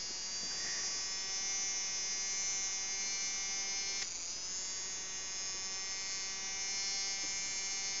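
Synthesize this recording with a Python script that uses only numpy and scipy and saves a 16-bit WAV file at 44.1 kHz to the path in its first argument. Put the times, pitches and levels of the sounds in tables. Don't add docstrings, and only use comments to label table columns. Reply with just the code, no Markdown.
import sys
import numpy as np
from scipy import signal
from scipy.fft import rfft, irfft, next_fast_len
from scipy.io import wavfile

SR = 44100
rng = np.random.default_rng(int(sys.argv[2]) if len(sys.argv) > 2 else 0)


def log_audio(samples):
    frames = np.atleast_2d(samples).T
    limited = np.clip(frames, -1, 1)
    pcm = np.round(limited * 32767).astype(np.int16)
    wavfile.write(sys.argv[1], SR, pcm)


N = 352799
TIME = np.arange(N) / SR
JAR_S, SAG_RISE_S = 4.024, .04


def from_db(db):
    return np.exp(np.asarray(db) * (np.log(10) / 20))


def unit_rms(x):
    return x / np.sqrt(np.mean(x ** 2) + 1e-20)


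def curve(rows):
    return np.interp(TIME, *np.transpose(rows))


def drift(rate_hz):
    knots = rng.standard_normal(int(rate_hz * N / SR) + 4)
    fine = signal.resample(knots, 8 * len(knots))
    return np.interp(TIME * rate_hz * 8, np.arange(len(fine)), fine)


def noise(colour):
    hz, db = np.transpose(colour)
    size = next_fast_len(N)
    log_hz = np.log(np.maximum(np.fft.rfftfreq(size, 1 / SR), 1))
    gain = from_db(np.interp(log_hz, np.log(hz), db))
    return unit_rms(irfft(rfft(rng.standard_normal(size)) * gain)[:N])


def resonate(x, hz, width_hz):
    r = np.exp(-np.pi * width_hz / SR)
    feedback = [1, -2 * r * np.cos(2 * np.pi * hz / SR), r * r]
    return signal.lfilter(np.array([1, 0, -1]) * (1 - r * r) / 2, feedback, x + 1e-18)


def narrow_noise(hz, width_hz):
    band = resonate(rng.standard_normal(N), hz, width_hz)
    return unit_rms(resonate(band, hz, 2 * width_hz))


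def burst(start_s, rise_s, decay_s):
    age = np.maximum(TIME - start_s, 0)
    return (1 - np.exp(-age / rise_s)) * np.exp(-np.minimum(age / decay_s, 20))


def after_jar(rise_s, hold_s, release_s):
    age = np.maximum(TIME - JAR_S, 0)
    return (1 - np.exp(-age / rise_s)) * np.exp(-np.maximum(age - hold_s, 0) / release_s)


# f/Hz, relative level/dB
FLOOR_COLOUR = [(10, 1), (29, 9.5), (42, 2), (60, 3), (130, 1), (450, 1), (900, -1), (1500, -3.5),
                (3500, -3.5), (7500, -6.5)]


def room_tone(level_db=-51.5):
    return from_db(level_db) * noise(FLOOR_COLOUR)


# t/s, nominal level/dB, f/Hz, decay/s
BUMPS = [(0.099, -52, 250, 0.014), (.43, -48.5, 230, 0.013), (.51, -49, 1590, 0.0082),
         (.96, -57.5, 300, 0.013), (5.54, -54.5, 400, 0.015), (7.235, -49, 290, 0.012)]


def bumps(width_hz=130, rise_s=.0032):
    return sum(2 * from_db(db) * burst(start_s, rise_s, decay_s) * narrow_noise(hz, width_hz)
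               for start_s, db, hz, decay_s in BUMPS)


# f/Hz, relative level/dB
RUSTLE_COLOUR = [(60, -9), (220, 0.5), (600, -1), (1300, -5.5), (2000, -7), (3500, -11), (7000, -16.5)]


def rasp(peak_s=.72, rasp_db=-50.5, rustle_db=-55):
    band = narrow_noise(hz=1880, width_hz=180)
    flutter = drift(60)
    narrow = band * from_db(rasp_db + flutter)
    rustle = noise(RUSTLE_COLOUR) * from_db(rustle_db + 1.5 * flutter)
    return sum(layer * np.exp(-((TIME - peak_s) / spread_s) ** 2 / 2)
               for layer, spread_s in ((narrow, .11), (rustle, .22)))


# f/Hz, relative level/dB
BRUSH_COLOUR = [(2500, -29), (4000, -17), (4750, -5), (5100, -10), (6400, -0.5), (7200, -6.5)]


def brushes(turns, level_db=-55.5, sputter_db=3.5):
    pulse = 1 + .5 * np.cos(2 * np.pi * turns)
    return from_db(level_db + sputter_db * drift(25)) * noise(BRUSH_COLOUR) * pulse


def partial(turns, k, scatter_rad, wander_rad, tremor_db=.54, roughness=.06):
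    waver = from_db(tremor_db * drift(24)) * (1 + roughness * drift(160))
    path_phase = scatter_rad * drift(.701) + wander_rad * drift(4)
    return np.sqrt(2) * waver * np.cos(2 * np.pi * k * turns + path_phase)


# multiple, base level/dB
HARMONICS = [(1, -70.5), (2, -66.5), (3, -74.5), (4, -69.5), (5, -67), (6, -69.0), (7, -72.5), (8, -66),
             (9, -63.5), (10, -65), (11, -63), (12, -64), (13, -67), (14, -67), (15, -60), (16, -65.5),
             (17, -75), (18, -60.5), (19, -63), (20, -75), (21, -61.5), (22, -70), (23, -62.5), (24, -62),
             (25, -61), (26, -56.9), (27, -49.5), (28, -50.5), (29, -54.5), (30, -58), (31, -46.5),
             (32, -59.5), (33, -53.5), (34, -52.5), (35, -61), (36, -59.5), (37, -57), (38, -67.5)]
# multiple, speed/Hz, width/Hz, boost/dB
HOUSING_RESONANCES = [(4, 193.8, 6.6, 7), (6, 190.9, 3.8, 9), (10, 191.4, 8.9, 7.5), (11, 193.9, 7.7, 10.5),
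                      (12, 194.0, 5.2, 10), (13, 191.3, 4.2, 8.5), (17, 194.8, 1.1, 14),
                      (22, 194.5, 4.6, 15), (24, 194.5, 3, 6.5), (25, 188.8, 3.7, 14.5),
                      (25, 194.5, 2.5, 8), (27, 194.7, 2.0, 3), (30, 192.8, 2.6, 6), (32, 193.9, 2.5, 8),
                      (33, 193.9, 4.2, 10), (35, 187.2, 8.0, 14), (38, 187.6, 5.6, 12.9)]
# multiple, change/dB
KNOCKED_WHISTLES = [(25, -3.5), (27, -1.3), (30, 0.5), (31, -9)]


def harmonics(turns, speed, multiples, sway_db, scatter_rad, wander_rad):
    knocked = np.clip((TIME - JAR_S) / SAG_RISE_S, 0, 1)
    steady_power, swayed_power, tone = 0, 0, 0
    for k in multiples:
        boost_db = sum(db / (1 + (2 * (speed - hz) / width_hz) ** 2)
                       for multiple, hz, width_hz, db in HOUSING_RESONANCES if multiple == k)
        change_db = sum(db for multiple, db in KNOCKED_WHISTLES if multiple == k)
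        gain = from_db(HARMONICS[k - 1][1] + boost_db + change_db * knocked)
        swayed_gain = gain * from_db(sway_db * drift(3.487))
        steady_power += gain ** 2
        swayed_power += swayed_gain ** 2
        tone += swayed_gain * partial(turns, k, scatter_rad, wander_rad)
    return tone * np.sqrt(steady_power / swayed_power)


def buzz(turns, speed, trim_db=.34, cruise_hz=193.18, db_per_hz=.56):
    tone = harmonics(turns, speed, range(1, 22), sway_db=1, scatter_rad=1.85, wander_rad=.28)
    return from_db(trim_db + db_per_hz * (speed - cruise_hz)) * tone


# t/s, relative level/dB
LOWER_WHINE = [(0.0, 0.6), (0.38, -0.3), (0.92, 1.9), (1.36, 2), (1.57, -1.2), (1.99, 1.5), (3.01, -1.2),
               (3.09, 0.3), (3.41, -1.5), (3.85, 1.1), (4.66, -1), (5.1, -7.5), (5.4, 0), (6.06, 1.3),
               (6.47, -2), (6.88, 4), (7.48, -1), (8.0, 1.5)]
MIDDLE_WHINE = [(0.0, -5), (0.56, -2.2), (0.82, 3.5), (1.18, -3), (1.55, 4.5), (1.97, 1), (2.5, 4),
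                (2.79, 1), (3.26, 2.5), (3.69, 0.8), (4.72, -2), (5.51, -1.5), (5.83, -2), (6.57, 1),
                (6.88, 5.5), (7.18, 0), (7.9, 1.8), (8.0, -1)]
UPPER_WHINE = [(0.0, -4), (0.37, -0.8), (0.87, 2), (1.08, 2), (1.23, -1.2), (1.99, 0.5), (2.66, 2),
               (3.02, -1.2), (3.52, -2.5), (4.03, -1.5), (4.43, 2), (5.27, 1.1), (5.43, 2.7), (6.2, -0.8),
               (6.41, -2.2), (6.88, -1.0), (7.47, 0.2), (8.0, -1.3)]


def whine(turns, speed, trim_db=.29, flicker_db=.61, duck_db=-8):
    bands = ((LOWER_WHINE, range(22, 29)), (MIDDLE_WHINE, range(29, 33)), (UPPER_WHINE, range(33, 39)))
    tone = 0
    for levels, multiples in bands:
        band = harmonics(turns, speed, multiples, sway_db=2.5, scatter_rad=1.465, wander_rad=.2)
        tone += from_db(curve(levels)) * band
    ducked = after_jar(rise_s=.008, hold_s=.2, release_s=.086)
    return tone * from_db(trim_db + flicker_db * drift(32) + duck_db * ducked)


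# t/s, nominal level/dB
TIP_CONTACTS = [(4.0185, -32), (4.0205, -28.5), (4.0233, -27.5), (4.0255, -27.5), (4.0275, -32),
                (4.031, -33)]
# f/Hz, relative level/dB
KNOCK_COLOUR = [(200, -31), (750, -4), (1400, -13), (2150, 7), (2900, -6.5), (4200, 2), (5500, 3),
                (7200, 1), (9000, -12)]


def knock(rise_s=.00023, decay_s=.0012):
    contacts = sum(from_db(db) * burst(start_s, rise_s, decay_s) for start_s, db in TIP_CONTACTS)
    return noise(KNOCK_COLOUR) * contacts


# f/Hz, width/Hz, relative level/dB
SHELL_MODES = [(2260, 300, -14), (4650, 120, -3), (5300, 160, -10), (5860, 220, -1.5), (6380, 200, -2.5),
               (6600, 130, -0.5), (6940, 150, -1)]


def rattle(turns, level_db=-41.5, uneven_db=.8, grit=.076, scrape_turns=.26, wobble_hz=26.8):
    loose = after_jar(rise_s=.008, hold_s=.24, release_s=.17)
    wobble = .39 * after_jar(rise_s=.008, hold_s=.135, release_s=.035)
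    slaps = np.diff(np.floor(turns), prepend=0)
    scrape = grit * rng.standard_normal(N) * (wobble + np.exp(-(turns % 1) / scrape_turns))
    force = (slaps + scrape) * from_db(uneven_db * drift(120))
    ringing = sum((-1) ** i * from_db(db) * resonate(force, hz, width_hz)
                  for i, (hz, width_hz, db) in enumerate(SHELL_MODES))
    crest_s = TIP_CONTACTS[0][0] + .027
    throb = (1 + wobble * np.cos(2 * np.pi * wobble_hz * (TIME - crest_s))) / (1 + wobble)
    return from_db(level_db) * loose * throb * unit_rms(ringing)


# t/s, f/Hz
FREE_SPEED = [(0.0, 186.75), (0.18, 186.9), (0.64, 189.99), (1.02, 190.7), (1.54, 193.5), (2.0, 191.91),
              (2.47, 193.44), (2.8, 192.39), (3.14, 194.25), (3.64, 193.75), (3.98, 194.95), (4.96, 190.41),
              (5.65, 190.49), (5.94, 192.41), (6.36, 192.31), (6.88, 195.01), (7.51, 193.83), (8.0, 194.23)]


def grinder(sag_hz=23, flutter=.0007):
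    drag = after_jar(SAG_RISE_S, hold_s=.189, release_s=.241)
    speed = curve(FREE_SPEED) - sag_hz * drag
    turns = np.cumsum(speed * (1 + flutter * drift(60))) / SR
    return brushes(turns) + buzz(turns, speed) + whine(turns, speed) + rattle(turns)


def scene():
    return (grinder() + knock() + bumps() + rasp() + room_tone())[None]


def record(dry, stopband_hz=7780, dc_offset=-.0024):
    lowpass = signal.cheby2(24, 70, stopband_hz, fs=SR, output="sos")
    return signal.sosfilt(lowpass, dry) + dc_offset


dry = scene()
out = record(dry)
log_audio(out)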